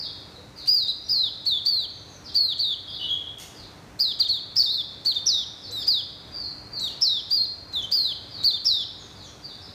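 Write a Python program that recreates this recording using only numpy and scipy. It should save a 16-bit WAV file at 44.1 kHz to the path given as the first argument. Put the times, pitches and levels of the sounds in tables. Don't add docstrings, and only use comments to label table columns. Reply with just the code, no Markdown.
import sys
import numpy as np
from scipy import signal
from scipy.fft import rfft, irfft, next_fast_len
from scipy.io import wavfile
from scipy.ndimage import uniform_filter1d, minimum_filter1d, map_coordinates

SR = 44100
rng = np.random.default_rng(int(sys.argv[2]) if len(sys.argv) > 2 else 0)


def store_wav(level_fs):
    pcm = np.round(np.clip(np.atleast_2d(level_fs), -1, 1) * 32767)
    wavfile.write(sys.argv[1], SR, pcm.T.astype(np.int16))


N = 429526

# start in seconds,
# length in seconds, top pitch in Hz, hold in seconds, slide in seconds, shelf pitch in Hz, rebound in Hz,
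# end pitch in Hz, level in dB, fade over the length in dB, quiver as a share of the pitch, overtone lift in dB.
SYLLABLES = [(0.677, 0.2, 4893, 0.055, 0.072, 3206, 281, 3750, -12, 15.5, 0.018, 1.5),
             (0.879, 0.042, 4240, 0.004, 0.02, 3870, 0.0, 4090, -20, 5.5, 0.046, 0.5),
             (1.091, 0.2, 5136, 0.016, 0.047, 4005, 189, 3240, -17.0, 9.0, 0.038, -2),
             (1.46, 0.14, 4620, 0.008, 0.041, 3524, -0.5, 3320, -18, 8.5, 0.041, 2.5),
             (1.658, 0.2, 4712, 0.011, 0.066, 4220.0, 65, 3224, -15, 14.5, 0.039, 2.5),
             (2.349, 0.189, 4780, 0.02, 0.019, 4390, -7.5, 3246, -14.5, 12, 0.048, 2.5),
             (2.587, 0.16, 4600, 0.024, 0.027, 3714, 65, 3270, -20, 5, 0.045, 1),
             (3.997, 0.13, 5030, 0.019, 0.026, 4030.0, 1, 3280, -16.5, 9.5, 0.063, 3.5),
             (4.198, 0.038, 5010.0, 0.0048, 0.0085, 4320, -2, 3370, -10.5, 11.5, 0.017, 4),
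             (4.25, 0.028, 3910, 0.011, 0.0057, 3640, -7, 3180, -15.5, 12.5, 0.01, -9.5),
             (4.287, 0.11, 4535, 0.013, 0.029, 3715, -1.5, 3220, -15, 16.5, 0.028, 2.5),
             (4.562, 0.068, 5384, 0.025, 0.007, 4510, -5.5, 4810.0, -16.5, -2, 0.064, 4.0),
             (4.632, 0.19, 4830.0, 0.0083, 0.017, 3554, 889.5, 3474, -20, 5, 0.02, 3.5),
             (5.056, 0.074, 4710, 0.02, 0.011, 4450, -0.5, 3310.0, -15.0, 8.5, 0.038, 6),
             (5.153, 0.041, 4110.0, 0.0, 0.007, 3704, 0.0, 3260, -22, 1, 0.009, 1.5),
             (5.263, 0.18, 6140, 0.0031, 0.037, 3797, 1.5, 3180, -14.5, 13.5, 0.059, 1),
             (5.718, 0.117, 4130, 0.013, 0.036, 3686, 2, 3520, -31.5, -0.5, 0.005, 10),
             (5.875, 0.14, 5116, 0.005, 0.045, 3745, -4.5, 3190, -12.5, 16.5, 0.026, 2.5),
             (6.803, 0.083, 4190, 0.0062, 0.016, 3900, -4.5, 3350, -32.5, -8.5, 0.0065, 9.5),
             (7.015, 0.191, 5700.0, 0.0049, 0.039, 3895, 3.5, 3190, -14, 12.0, 0.052, 0.0),
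             (7.307, 0.152, 4810, 0.053, 0.017, 4170, -5.5, 4364, -15, 9.0, 0.027, 1),
             (7.732, 0.088, 4285, 0.0025, 0.025, 3543, 0.5, 3215, -27.5, -0.5, 0.013, 5),
             (7.829, 0.033, 3610, 0.0018, 0.0036, 3170, -2, 3170, -30.5, 0, 0.012, 8.5),
             (7.918, 0.21, 4934, 0.021, 0.053, 3975, 302, 3156, -15, 13.0, 0.042, 4.5),
             (8.439, 0.078, 4730, 0.019, 0.021, 4360, -7.5, 3670, -14.5, 8.5, 0.048, 5),
             (8.531, 0.05, 3780, 0.004, 0.012, 3640, 0.0, 3250, -23, 4.5, 0.013, 2.5),
             (8.651, 0.19, 5690, 0.004, 0.041, 3798, 1, 3180, -14.5, 14.5, 0.049, 3.5)]
# from and to in seconds, octave lift in dB.
OCTAVE_LIFTS = [(5.7, 5.772, 3), (6.79, 6.85, 5), (7.72, 7.762, -5)]
# frequency in Hz, lift in dB.
THROAT_RESPONSE = [(5600, 5), (6500, -2.5), (7500, -3.5), (8600, -8.5), (10300, -8.5), (12000, 0),
                   (13300, 2.5), (14600, 12.5), (15300, 10)]
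# frequency in Hz, relative strength in dB per Hz.
RASP_COLOUR = [(2500, -2), (5000, 10), (7500, -0.5), (10500, -18), (14500, -14)]
# start in seconds, length in seconds, central pitch in Hz,
# level in dB before the direct and echo gains.
CHURR_NOTES = [(2.993, .078, 2982, -25), (3.084, 0.068, 3326, -20), (3.16, 0.074, 3316, -35.5),
               (6.896, .045, 2830, -38)]
# start in seconds, length in seconds, start pitch in Hz,
# end pitch in Hz, level in dB before the call's common lift and the direct gain.
FAR_CALLS = [(-.06, 0.097, 5290, 4124, -37.5), (.016, 0.048, 4370, 3225, -39),
             (0.299, 0.067, 4540, 3650, -51.5), (.36, .082, 487, 506, -48), (0.555, 0.067, 4955, 3585, -40),
             (1.028, 0.073, 5800, 5370, -49), (1.88, 0.15, 6520, 6000, -61),
             (2.061, 0.12, 6630, 5700, -58.5), (2.24, 0.053, 5450, 3280, -40.5),
             (2.871, 0.0298, 3173, 3836, -33), (2.874, .038, 4920, 4620, -40.5),
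             (2.925, 0.041, 4560, 3500, -38.5), (3.028, .027, 3980, 3170, -36),
             (3.529, .11, 5250, 3490, -49.5), (5.603, 0.081, 5390, 3750, -42.5),
             (5.69, 0.039, 485, 496, -45), (5.77, 0.073, 5330, 4130, -37.5),
             (6.313, 0.07, 4900, 4555, -35.5), (6.361, .11, 4903, 4044, -38),
             (6.709, 0.091, 4765, 4050, -35), (8.292, 0.13, 5035, 3545, -40.5),
             (8.978, .055, 7000, 6160, -53.5), (9.143, 0.12, 5060, 3020, -49),
             (9.219, 0.058, 7260, 5450, -53.5), (9.419, .042, 4970, 4330, -40.5),
             (9.47, .052, 4330, 3330, -46.5), (9.599, 0.089, 5750, 3470, -50.5)]
# start in seconds, level in dB before the direct and echo gains.
CLICK_TIMES = [(0.574, -41), (.66, -34), (3.384, -34), (3.399, -29), (6.876, -40), (8.104, -45)]
# frequency in Hz, relative strength in dB.
CLICK_SPECTRUM = [(500, -21), (1500, -14), (2500, -2), (4500, -3), (6200, 2), (7500, -8), (12000, -9.5),
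                  (15300, -15)]
# frequency in Hz, time to fall by 60 dB in seconds.
YARD_RINGING = [(1000, 0.068), (3500, 0.86), (5000, 0.69), (8000, 0.51), (14000, 0.25)]
# time in seconds, level in dB before the common lift.
TRAFFIC_FLOW = [(0, -49.5), (1.3, -49), (2.2, -49), (3.8, -48), (4.8, -47.5), (5.75, -48), (7.3, -48),
                (8.5, -47.5), (9.74, -49.5)]
# frequency in Hz, relative strength in dB per Hz.
ROAR_COLOUR = [(15, -54), (25, -30), (48, -3.5), (92, 2), (268, -8), (301, -9.5), (372, -9), (395, -11),
               (489, -10), (571, -9.5), (1510, -15.5), (2600, -21.5), (3380, -53.5), (5720, -120)]
# frequency in Hz, relative strength in dB per Hz.
HISS_COLOUR = [(1500, -47), (2600, -9.5), (4200, -11), (6000, -11), (8000, -17.5), (11000, -22.5),
               (15400, -27)]
# frequency in Hz, rms level in dB.
HUM_TONES = [(100, -61.5), (250, -73), (300, -60), (400, -64.5), (450, -70), (560, -72.5), (735, -70)]

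CLIMB_SHARE, CLIMB_S = 0.075, 0.00987
SLIDE_STEEPNESS, SAG_POWER = 1.72, 3.1
REBOUND_AT, REBOUND_WIDTH = 0.575, 0.19
DROP_SHARE, DROP_S, SLACK_HZ = 0.68, 0.00478, 2833
ATTACK_DB, ATTACK_S, RELEASE_DB, RELEASE_S = 14.5, 0.004, 10.5, 0.0068
TOP_HZ = 15400


def white_eye(direct_db=0, walls_db=-15, yard_db=-12, scatter_db=3):
    out = np.zeros(N)
    for row in SYLLABLES:
        start, whistle, overtones = syllable(row)
        thrown = whistle + amp(scatter_db) * overtones
        add(out, start, amp(direct_db) * (whistle + overtones))
        add(out, start, amp(walls_db) * near_walls(thrown, first_s=0.0066, last_s=0.049))
        add(out, start, amp(yard_db) * yard(thrown, build_s=0.006, late_db=-23))
    return out


def syllable(row, flick_s=0.008, flick_depth=0.357, quiver_hz=122, jitter=0.18, rasp_db=-30, rasp_s=0.011,
             waver_db=3.0, flick_db=15, flick_fade_s=0.0047, restir=0.2, doubling_db=-46):
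    s, length, *shape, quiver, bright_db = row
    t = np.arange(s - flick_s, s + length + 0.0011, 1 / SR)
    age, n = t - s, len(t)
    pitch, level, strain = gesture(age, length, *shape)
    rise = np.clip(-age / flick_s, 0, 1)

    depth = quiver * (np.exp(-np.abs(age) / 0.045) + 0.08) + restir * strain
    quiver_rate = quiver_hz * (1 + 0.13 * wobble(50.2, n))
    swing = depth * np.sin(2 * np.pi * np.cumsum(quiver_rate) / SR)
    hz = pitch * (1 - flick_depth * rise ** 2 + swing + jitter * quiver * wobble(502.6, n))
    phase = 2 * np.pi * np.cumsum(hz) / SR

    db = level + 1.2 * wobble(170, n) - 80 * swing
    db = db + waver_db * np.sqrt(np.clip(age / length, 0, 1)) * wobble(75.7, n)
    whistle = amp(db - 14 * rise) * np.sin(phase)

    drive_db = bright_db - 10.0 + 0.5 * db
    lift_db = sum(db_up * ((t > a) & (t < b)) for a, b, db_up in OCTAVE_LIFTS)
    lift_db = lift_db + flick_db * np.exp(-np.maximum(age, 0) / flick_fade_s)
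    overtones = np.zeros(n)
    for k, overtone_db in zip(range(2, 5), (-35 + lift_db, -39, -52)):
        tone_db = overtone_db + along(THROAT_RESPONSE, k * hz) + 3.0 * wobble(123.4, n)
        playable = k * hz < SR / 2
        overtones += amp(tone_db) * np.sin(k * phase) * playable
    overtones += amp(doubling_db + 4 * wobble(25, n)) * np.sin(1.5 * phase)
    rasp_gain = amp(rasp_db + 0.63 * (level.max() + 28))
    overtones += rasp_gain * np.exp(-np.abs(age) / rasp_s) * noise(RASP_COLOUR, n)

    fade_in = np.clip((t - t[0]) / 0.0015, 0, 1)
    fade_out = np.clip((t[-1] - t) / 0.003, 0, 1)
    gate = np.sqrt(2) * fade_in * fade_out
    return t[0], gate * whistle, gate * amp(drive_db) * overtones


def gesture(age, length, top_hz, hold_s, slide_s, shelf_hz, rebound_hz, end_hz, db, fade_db):
    age = np.clip(age, 0, length)
    done, left = age / length, length - age
    held = np.exp(-(np.maximum(age - hold_s, 0) / slide_s) ** SLIDE_STEEPNESS)
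    rebound = np.exp(-((done - REBOUND_AT) / REBOUND_WIDTH) ** 2)
    slide = (top_hz - shelf_hz) * held
    sag = (end_hz - shelf_hz) * done ** SAG_POWER
    pitch = shelf_hz + slide + rebound_hz * rebound + sag
    pitch = pitch + (SLACK_HZ - pitch) * DROP_SHARE * np.exp(-left / DROP_S)
    tension = 1 - CLIMB_SHARE * np.exp(-age / CLIMB_S)
    attack_db = ATTACK_DB * np.exp(-age / ATTACK_S)
    release_db = RELEASE_DB * np.exp(-left / RELEASE_S)
    level = db - fade_db * done - attack_db - release_db
    return pitch * tension, level, rebound_hz * rebound / pitch


def near_walls(sound, first_s, last_s, count=9):
    echoes = np.zeros(SR // 4)
    delays = np.clip(rng.uniform(0, 1, count) * (last_s - first_s) + first_s, 0, 0.2)
    echoes[(delays * SR).astype(int)] = rng.choice([-1, 1], count) / np.sqrt(count)
    return signal.fftconvolve(sound, echoes)


def yard(sound, build_s, late_db, late_t60=1.6):
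    hz, t, z = signal.stft(rng.standard_normal(SR), SR, nperseg=256)
    swell = 1 - np.exp(-t / build_s)
    early = amp(-60 * t / along(YARD_RINGING, hz)[:, None])
    late = amp(late_db - 60 * t / late_t60)
    tail = signal.istft(z * swell * (early + late), SR, nperseg=256)[1]
    return signal.fftconvolve(sound, tail / np.linalg.norm(tail))


def churrs(rough=0.028, rough_hz=500, flutter_db=3, octave_db=-32, fourth_db=-39, direct_db=-2, yard_db=-6,
           throat_hz=2830):
    out = np.zeros(N)
    for start, length, hz, db in CHURR_NOTES:
        n = int(length * SR)
        phase = 2 * np.pi * np.cumsum(hz * (1 + rough * wobble(rough_hz, n))) / SR
        arch = np.sqrt(np.abs(np.sin(np.linspace(0, np.pi, n))))
        swell = arch * amp(db + flutter_db * wobble(164, n))
        harmonics = amp(octave_db) * np.sin(2 * phase) + amp(fourth_db) * np.sin(4 * phase)
        call = swell * (np.sin(phase) + harmonics)
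        add(out, start, amp(direct_db) * call)
        add(out, start, amp(yard_db) * yard(call, build_s=0.0036, late_db=-35))
    return filtered(out, lambda hz: 1 / (1 + (throat_hz / (hz + 1)) ** 40))


def neighbours(direct_db=-12, quaver=0.0086, slide_quaver=0.014, flutter_db=2, overtone_db=-33):
    out = np.zeros(N)
    for start, length, start_hz, end_hz, db in FAR_CALLS:
        u = np.linspace(0, 1, int(length * SR))
        depth = quaver + slide_quaver * (start_hz > 3200)
        hz = (start_hz + (end_hz - start_hz) * u) * (1 + depth * wobble(393, len(u)))
        phase = 2 * np.pi * np.cumsum(hz) / SR
        arch = np.sqrt(np.abs(np.sin(np.pi * u)))
        swell = arch * amp(db + 6.0 + flutter_db * wobble(101, len(u)))
        call = swell * (np.sin(phase) + amp(overtone_db) * np.sin(3 * phase))
        add(out, start, amp(direct_db) * call)
        add(out, start, yard(call, build_s=0.004, late_db=-25))
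    return out


def clicks(t60=0.017, yard_db=3, direct_db=-5):
    out, t = np.zeros(N), np.arange(SR // 10) / SR
    for start, db in CLICK_TIMES:
        crack = amp(db - 60 * t / t60) * noise(CLICK_SPECTRUM, len(t))
        add(out, start, amp(direct_db) * crack)
        add(out, start, amp(yard_db) * yard(crack, build_s=0.0043, late_db=-17))
    return out


def town(traffic_db=1, hiss_db=-59):
    t = np.arange(N) / SR
    flow_db = np.interp(t, *np.transpose(TRAFFIC_FLOW))
    roar = amp(flow_db + traffic_db + 0.6 * wobble(6, N)) * noise(ROAR_COLOUR, N)
    hiss = amp(hiss_db + 0.3 * wobble(8.2, N)) * noise(HISS_COLOUR, N)
    drift = wobble(2.2, N)
    hum = sum(amp(db) * np.sin(2 * np.pi * hz * t + 0.18 * drift) for hz, db in HUM_TONES)
    return roar + hiss + np.sqrt(2) * hum


def gain_control(x, threshold_db=-26, slope=0.23, hold_s=0.28, ease_s=0.03):
    power = np.abs(uniform_filter1d(x ** 2, size=256))
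    level_db = 10 * np.log10(power + 1e-12)
    needed_db = -slope * np.maximum(level_db - threshold_db, 0)
    hold = int(hold_s * SR)
    held_db = minimum_filter1d(needed_db, hold, origin=(hold - 1) // 2)
    return x * amp(uniform_filter1d(held_db, int(ease_s * SR)))


def amp(db):
    return 10 ** (np.asarray(db) / 20)


def unit(x):
    return x / np.sqrt(np.mean(x ** 2) + 1e-20)


def along(points, hz):
    f, v = np.transpose(points)
    return np.interp(np.log(hz + 1), np.log(f + 1), v)


def wobble(rate, size):
    points = rng.standard_normal(int(size * rate / SR) + 4)
    return map_coordinates(points, [np.arange(size) * rate / SR])


def filtered(x, response):
    m = next_fast_len(len(x) + 8192)
    return irfft(rfft(x, m) * response(np.fft.rfftfreq(m, 1 / SR)), m)[:len(x)]


def noise(spectrum, size):
    return unit(filtered(rng.standard_normal(size), lambda hz: amp(along(spectrum, hz))))


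def add(track, s, sound):
    i = round(s * SR)
    part = sound[max(-i, 0):max(N - i, 0)]
    track[max(i, 0):][:len(part)] += part


def scene():
    return (white_eye() + churrs() + neighbours() + clicks() + town())[None]


def record(dry):
    return filtered(gain_control(dry[0]), lambda hz: hz < TOP_HZ)[None]


dry = scene()
out = record(dry)
store_wav(out)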